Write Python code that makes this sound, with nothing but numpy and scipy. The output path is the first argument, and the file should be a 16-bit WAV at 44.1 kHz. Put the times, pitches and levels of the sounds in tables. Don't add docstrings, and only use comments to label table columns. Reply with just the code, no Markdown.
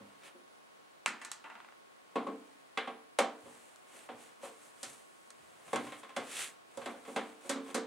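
import sys
import numpy as np
from scipy import signal
from scipy.fft import rfft, irfft, next_fast_len
from scipy.io import wavfile
from scipy.ndimage import uniform_filter1d

SR = 44100
rng = np.random.default_rng(int(sys.argv[2]) if len(sys.argv) > 2 else 0)


def transcribe(signal):
    frames = np.atleast_2d(signal).T
    limited = np.clip(frames, -1, 1)
    pcm = np.round(limited * 32767).astype(np.int16)
    wavfile.write(sys.argv[1], SR, pcm)


N = 346626
AGE = np.arange(SR) / SR
TIME = np.arange(N) / SR
GRIP_HZ = 5200

# frequency in Hz, relative level in dB, t60 in seconds.
CASE_MODES = [(153.7, -20, 0.512), (202.7, -5.5, 0.41), (228.6, -5.5, 0.41), (243.4, 2, 0.4),
              (272.85, -6, 0.74), (298.85, -6, 0.73), (357.5, -2.5, 0.35394), (366, -21.5, 0.639),
              (448.13, -3.5, 0.27), (450.5, -5.5, 0.52144), (514.76, -5, 0.4633), (550.3, 4.5, 0.18),
              (570, -2.5, 0.23), (705, -4, 0.3652), (768.6, 1.5, 0.21), (780.33, -0.5, 0.22),
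              (780, -4.5, 0.33), (873.64, -15, 0.59), (989.33, -7, 0.3534), (1051.1, -6.5, 0.3169),
              (1102.9, 1, 0.2), (1170, -10.5, 0.4077), (1310, -10, 0.28), (1592.4, -11.5, 0.3301),
              (1808.7, -12.5, 0.2081), (1970, -30, 0.6), (2078, -8, 0.24), (2168, -8.5, 0.26),
              (2340, -14.5, 0.4416), (2614, -17, 0.11), (2600, -5.5, 0.0971), (3145.7, -14.5, 0.32),
              (3410, -8, 0.18)]
# frequency in Hz, relative density in dB per Hz.
RUB_COLOUR = [(60, -11.5), (150, -6.5), (280, 0), (600, 3.5), (1200, 1), (3000, -7), (6000, -22.5)]
# frequency in Hz, side minus mid in dB.
WIDTH = [(60, -6), (180, -16), (600, -13), (1500, -11), (4000, -10), (9000, -6)]


def case_knocks():
    # start in seconds, force (middle band) in dB, bass, presence and treble
    # in dB re force, favoured low and middle modes in Hz, rise in ms.
    hard_knocks = [(2.1558, -32.5, -4.5, -11, -30, 444, 1077, 1.374),
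                   (2.2652, -39, -2.5, -13, -30, 442, 1067, 2.35),
                   (2.7737, -37, -13.5, 1.8, -19.5, 457, 807.9, .4),
                   (2.873, -40.5, -10.5, -7.5, -27.5, 442, 770, 1.1),
                   (3.1867, -26, -15, -5.5, -12, 224.9, 791.3, 1),
                   (4.089, -45.5, -10, -8, -41.5, 233.9, 798, 0.1888),
                   (5.7293, -32.5, -7.5, -9, -17.5, 210.9, 747, 2.206),
                   (5.758, -45, -2.5, 5, -4, 300, 1048, .6),
                   (6.163, -36.5, -10, -4, -12.5, 420.6, 693, 2.5),
                   (6.7721, -42.5, -9.5, -14.5, -15, 462, 548, .6),
                   (6.8581, -41, -6.5, -4.5, -15, 461, 676, 1.582),
                   (7.16, -33.5, -7.5, -5.5, -17.5, 441.6, 753, 2.344),
                   (7.4925, -36, -5.5, -3, -4, 268.5, 560, 4.3),
                   (7.7432, -35.5, -2.5, -4, -5.5, 442.7, 516.9, 4.3)]
    # start in seconds, force in dB.
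    taps = [(5.6787, -58), (5.868, -51), (5.921, -48.5), (6.0312, -52.5), (6.092, -55), (6.816, -52),
            (7.0505, -57), (7.6605, -57.5), (7.7, -56.5)]
    # start in seconds, force in dB, bass in dB re force, favoured low mode in Hz.
    bumps = [(0, -57.5, 1, 199.5), (.345, -61.5, 1, 365), (3.453, -54.5, -5.5, 255), (3.94, -62.5, -8, 360),
             (4.428, -45, -14, 438), (6.923, -56.5, -18, 440), (7.076, -46.5, -2.5, 450),
             (7.445, -52, -6.5, 361), (7.555, -44.5, 0, 443), (7.681, -53, -4, 358.2)]
    hard_lift_db, gentle_lift_db = 9.5, 13.5
    out = np.zeros((2, N))

    for s, db, bass_db, presence_db, treble_db, low_hz, middle_hz, rise_ms in hard_knocks:
        band_db = db + np.array([bass_db, 0, presence_db, treble_db])
        crack_db = 15 + 0.34 * treble_db
        add(out, s, knock(band_db, (low_hz, middle_hz), hard_lift_db, crack_db, rise_ms))

    for s, db in taps:
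        band_db = db + np.array([-14.5, -1, -1, -15])
        add(out, s, knock(band_db, (483, 1055.6), gentle_lift_db, crack_db=-0.5, rise_ms=0.3))

    for s, db, bass_db, low_hz in bumps:
        band_db = db + np.array([bass_db, 0, -12, -28])
        add(out, s, knock(band_db, (low_hz, 538.3), gentle_lift_db, crack_db=-5.5, rise_ms=5))
    return out


def knock(band_db, modes_hz, lift_db, crack_db, rise_ms):
    # frequency in Hz, relative density in dB per Hz.
    case_colour = [(40, -52), (125, -44), (200, -13.5), (500, 0), (1100, -5.5), (1600, -10.5),
                   (3500, -15.5), (5200, -26.5), (8500, -21.5), (11000, -31.5), (15500, -55.5)]
    wash = dense_ring(case_colour, early_db=-9.5, early_s=0.034, sustain=0.97)
    panels = undb(-3) * panel_modes(modes_hz, lift_db)
    contact = crack(case_colour, crack_db, decay_s=0.0053, low_hz=910)
    lightness = np.clip((band_db[2] - band_db[0]) / 20, 0, 1)
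    damping = np.exp(-lightness * AGE / 0.37)
    blow = (wash + panels + contact) * attack(rise_ms) * damping
    return voice(butter(blow, 164, "high"), band_db)


def panel_modes(favoured_hz, lift_db):
    hz = np.transpose(CASE_MODES)[0]
    nearness = sum(np.exp(-(np.log(hz / f) / .04) ** 2) for f in favoured_hz)
    return ring(CASE_MODES, lift_db * nearness)


def dropped_screw(count):
    # start in seconds, force (presence band) in dB, bass and treble in dB re force, rise in ms.
    bounces = [(1.0599, -32.5, -28, -8, 0.26), (1.0765, -48.5, -6.5, -2, 2.4),
               (1.2146, -50, -29.5, -8.5, 2.5), (1.2483, -51, -28, 0.5, .44), (1.3156, -50, -39, 4.5, .25)]
    out = np.zeros((2, N))
    for s, db, bass_db, treble_db, rise_ms in bounces:
        band_db = db + np.array([bass_db, -5, 0, treble_db])
        add(out, s, dish_click(band_db, crack_db=19, rise_ms=rise_ms))

    s, gap_s, db, rise_ms = 1.44, .059, -51, 5.217
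    for _ in range(count):
        band_db = db + np.array([-18, 0, -2.5, -22])
        add(out, s, dish_click(band_db, crack_db=23, rise_ms=rise_ms))
        s += gap_s
        gap_s *= .91
        db -= 2.5
        rise_ms *= 0.49
    return out


def dish_click(band_db, crack_db, rise_ms):
    # frequency in Hz, relative level in dB, t60 in seconds.
    dish_modes = [(900, -9.5, 0.25), (1189.7, -19, 0.39), (1424, -5, 0.31), (1765.5, -6.5, 0.42),
                  (1990, 4, 0.18), (2508.7, -11, 0.18), (2691.4, 1.5, 0.1642), (3110, -10, 0.23),
                  (4000, -13, 0.1758)]
    return small_click(band_db, crack_db, rise_ms, dish_modes, modes_db=-2, sustain=1.0, crack_s=0.00183)


def blade_ticks():
    # start in seconds, force (treble band) in dB, crack in dB re an 11 dB base, rise in ms.
    ticks = [(3.7593, -67.5, 16, .2), (4.83, -45, -1.5, 0.74), (5.3037, -60, 11, .6)]
    out = np.zeros((2, N))
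    for s, db, crack_re_base_db, rise_ms in ticks:
        band_db = db + np.array([-16.5, -6.5, -3.5, 0])
        crack_db = crack_re_base_db + 11
        add(out, s, small_click(band_db, crack_db, rise_ms, CASE_MODES,
                                modes_db=-5.5, sustain=0.686, crack_s=0.001942))
    return out


def small_click(band_db, crack_db, rise_ms, modes, modes_db, sustain, crack_s):
    # frequency in Hz, relative density in dB per Hz.
    small_colour = [(40, -47), (125, -29), (230, 5.5), (500, -7), (850, 2.5), (2400, 11), (3600, -1),
                    (5300, -9), (8200, -4), (11000, -15.5), (15500, -44.5)]
    wash = dense_ring(small_colour, early_db=-7.5, early_s=0.042, sustain=sustain)
    touched = undb(modes_db) * ring(modes)
    contact = crack(small_colour, crack_db, decay_s=crack_s, low_hz=722.7)
    return voice((wash + touched + contact) * attack(rise_ms), band_db)


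def bench_thuds():
    # start in seconds, level in dB.
    thuds = [(0, -67), (3.43, -70), (4.12, -72), (4.85, -71.5), (5.39, -73), (5.52, -78), (5.66, -69),
             (5.73, -57), (5.86, -65), (6.165, -65), (6.765, -67)]
    band_hz, t60_s, rise_ms = (84.39, 155), 0.3895, 12.26
    envelope = attack(rise_ms) * np.exp(-np.log(1000) * AGE / t60_s)
    out = np.zeros((2, N))
    for s, db in thuds:
        boom = butter(noise(SR, RUB_COLOUR), band_hz, "band", order=2)
        add(out, s, undb(db) * boom / rms(boom[0]) * envelope / envelope.max())
    return out


def brushing(rub_db=-64, rub_slope=0.35835):
    # frequency in Hz, relative density in dB per Hz.
    hiss_colour = [(300, -75), (700, -25), (1300, -6.5), (2300, -2.5), (3500, -5.5), (5200, -12),
                   (8500, -4), (11000, -11), (13000, -23.5), (15500, -44)]
    hiss_db, gripped_db = stroke_levels()
    grain = np.sqrt(.72 + .28 * catches(rate_hz=900, spread_db=2) ** 2)
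    slide = noise(N, hiss_colour) * grain * undb(1.5)
    upper = butter(slide, GRIP_HZ, "high") * undb(hiss_db)
    lower = butter(slide, GRIP_HZ, "low") * undb(gripped_db)
    rub_level_db = rub_db + rub_slope * (gripped_db - np.mean(gripped_db)) + 0.4 * walk(35)
    rub = noise(N, RUB_COLOUR) * undb(rub_level_db)
    return upper + lower + rub


def stroke_levels():
    # fastest moment in seconds, hiss level in dB before brushing()'s lift, times to swell and to fade
    # by 10 dB in seconds (25 ms if shorter), grip in dB.
    strokes = [(.12, -74, .2, 0.1, 3), (0.266, -61.5, 0.04, .035, 7), (2.46, -74, 0.6, 0.4, -1),
               (3.52, -62.5, 0.16, 0.3, -5.5), (3.972, -59, 0.09, .115, -2), (4.222, -60, 0.06, 0.1, -2),
               (4.447, -54, 0.0245, 0.06, 0), (4.67, -61.5, 0.2, 0.07, -6.5), (4.889, -55, 0.1, .115, -6),
               (5.15, -69, 0.2578, 0.4, -11), (5.45, -69.5, .12, 0.9, -2), (5.69, -60.5, .06, 0.188, -1.5),
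               (5.85, -59, 0.08, 0.13, 1), (6.0, -60.5, 0.07, 0.02, -11), (6.417, -40.5, 0.1025, .057, 1),
               (6.84, -63, 0.1368, 0.24, -1.5), (7.1, -59.5, 0.06, 0.12, -4.5), (7.292, -65, 0.23, 0.1, 0),
               (7.47, -58, 0.06, .06, -1.5), (7.71, -58, 0.07, -1, 0)]
    roundness = 1.33
    upper = lower = undb(-78) ** 2
    for s, db, swell_s, fade_s, grip_db in strokes:
        span_s = np.maximum(np.where(TIME < s, swell_s, fade_s), .025)
        away = np.abs(TIME - s) / span_s
        power = undb(db - 10 * np.minimum(away, 10) ** roundness) ** 2
        upper = upper + power
        lower = lower + power * undb(grip_db) ** 2
    return 10 * np.log10(upper), 10 * np.log10(lower)


def catches(rate_hz, spread_db):
    chance, size = rng.random(N), rng.exponential(size=N)
    snags = (chance < rate_hz / SR) * undb(spread_db * np.minimum(size, 5))
    swell = signal.lfilter([1], [1, -np.exp(-1 / (.0015 * SR))], snags)
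    return swell / rms(swell)


def background():
    # frequency in Hz, relative density in dB per Hz.
    floor_colour = [(40, -29), (100, -5.5), (200, 7.5), (600, -8), (1300, -10.5), (2200, -1), (4000, 4),
                    (6000, 0), (8500, -3), (11000, -10.5), (13000, -36), (15500, -41)]
    # frequency in Hz, tilt in dB.
    floor_side = [(60, 6), (110, -2), (200, -3.5), (380, 14), (700, 16.5), (1290, 14), (2380, -4.5),
                  (4400, -15.5), (8120, -16.5), (15000, 9)]
    side_colour = [(hz, db + on_log_axis(hz, floor_side)) for hz, db in floor_colour]
    mid = noise(N, floor_colour)[0] * undb(-74.5 + 1.0 * walk(2.2))
    side = noise(N, side_colour)[0] * undb(-60 + 0.37 * walk(3.221))
    whistle = tone(15622, -94)
    return np.array([mid + motor_hum() + whine() + whistle, side])


def motor_hum():
    # mean frequency in Hz, mean level in dB rms.
    hum_tones = [(727, -83), (1093, -74), (1459, -83)]
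    return sum(tone(hz * (1 + .002 * walk(14)), db + 1.2 * walk(5)) for hz, db in hum_tones)


def whine():
    # middle in seconds, length in seconds, highest level in dB rms, added waver in Hz.
    spells = [(.35, .9, -79, 280), (1.75, .3, -85, 30), (2.9, .5, -78, 60)]
    centre_hz, rest_db = 10760, -91
    db, waver_hz = rest_db, 0
    for s, length_s, top_db, spell_waver_hz in spells:
        spell = np.exp(-(2 * (TIME - s) / length_s) ** 4)
        db = db + spell * (top_db - rest_db)
        waver_hz = waver_hz + spell * spell_waver_hz
    hz = centre_hz * (1 + .004 * walk(20)) + waver_hz * walk(20)
    return tone(hz, db - 4 * np.abs(walk(12)))


def ring(modes, lift_db=0, scatter_db=2):
    hz, db, t60_s = np.transpose(modes)
    scatter, lean, detune = rng.standard_normal((len(hz), 3)).T
    gain = undb(db + lift_db + scatter_db * scatter)
    side_gain = gain * lean * undb(on_log_axis(hz, WIDTH))
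    phase = 2 * np.pi * (np.outer(hz * (1 + 0.0038 * detune), AGE) + rng.random((len(hz), 1)))
    rings = np.sin(phase) * np.exp(-np.log(1000) * np.outer(1 / t60_s, AGE))
    return np.array([gain, side_gain]) @ rings


def dense_ring(colour, early_db, early_s, sustain):
    # frequency in Hz, t60 in seconds before the sustain factor.
    decay = [(200, 0.5278), (600, 0.49), (1500, 0.4), (4000, 0.35), (10000, 0.16)]
    spectrum, hz = rfft(noise(SR, colour)), np.arange(SR // 2 + 1)
    centres_hz, t60s = np.transpose(decay)
    tail = 0
    for share, t60_s in zip(np.eye(len(decay)), t60s):
        band = irfft(spectrum * on_log_axis(hz, np.c_[centres_hz, share]), SR)
        tail = tail + band * np.exp(-np.log(1000) * AGE / (t60_s * sustain))
    return tail * (1 + undb(early_db) * np.exp(-AGE / early_s))


def crack(colour, db, decay_s, low_hz):
    return undb(db) * butter(noise(SR, colour), low_hz, "high", order=1) * np.exp(-AGE / decay_s)


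def attack(rise_ms):
    return 1 - np.exp(-AGE * 1000 / max(rise_ms, .1))


def voice(sound, band_db):
    a, b, c = 420, 1300, 4500
    opening = AGE < .04
    bands = (butter(sound, a, "low"), butter(sound, (a, b), "band"),
             butter(sound, (b, c), "band"), butter(sound, c, "high"))
    return sum(band * undb(db) / rms(band[0, opening]) for band, db in zip(bands, band_db))


def tone(hz, db):
    return np.sqrt(2) * undb(db) * np.sin(2 * np.pi * np.cumsum(hz * np.ones(N)) / SR)


def noise(n, colour):
    size = next_fast_len(n)
    hz = np.arange(size // 2 + 1) * SR / size
    spectrum = rfft(rng.standard_normal((2, size))) * undb(on_log_axis(hz, colour))
    spectrum[1] *= undb(on_log_axis(hz, WIDTH))
    y = irfft(spectrum, size)[:, :n]
    return y / rms(y[0])


def walk(rate_hz):
    k = int(SR / rate_hz)
    held = np.repeat(rng.standard_normal(N // k + 1), k)
    return 0.96 * uniform_filter1d(uniform_filter1d(held, k), k)[:N]


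def butter(x, hz, kind, order=3):
    return signal.sosfilt(signal.butter(order, hz, kind, fs=SR, output="sos"), x)


def on_log_axis(hz, points):
    f, value = np.transpose(points)
    return np.interp(np.log(hz + 1), np.log(f), value)


def undb(db):
    return 10 ** (np.asarray(db) / 20)


def rms(x):
    return np.sqrt(np.mean(x ** 2))


def add(out, s, sound):
    i = max(int(s * SR), 0)
    out[:, i:i + sound.shape[1]] += sound[:, :N - i]


def scene():
    blows = case_knocks() + dropped_screw(count=7) + blade_ticks() + bench_thuds()
    mid, side = blows + brushing() + background()
    return np.array([undb(-.35) * mid + side, undb(.35) * mid - side])


def record(dry):
    top_cut = signal.ellip(8, .2, 70, 15900, fs=SR, output="sos")
    return signal.sosfilt(top_cut, butter(dry, 70, "high"))


dry = scene()
out = record(dry)
transcribe(out)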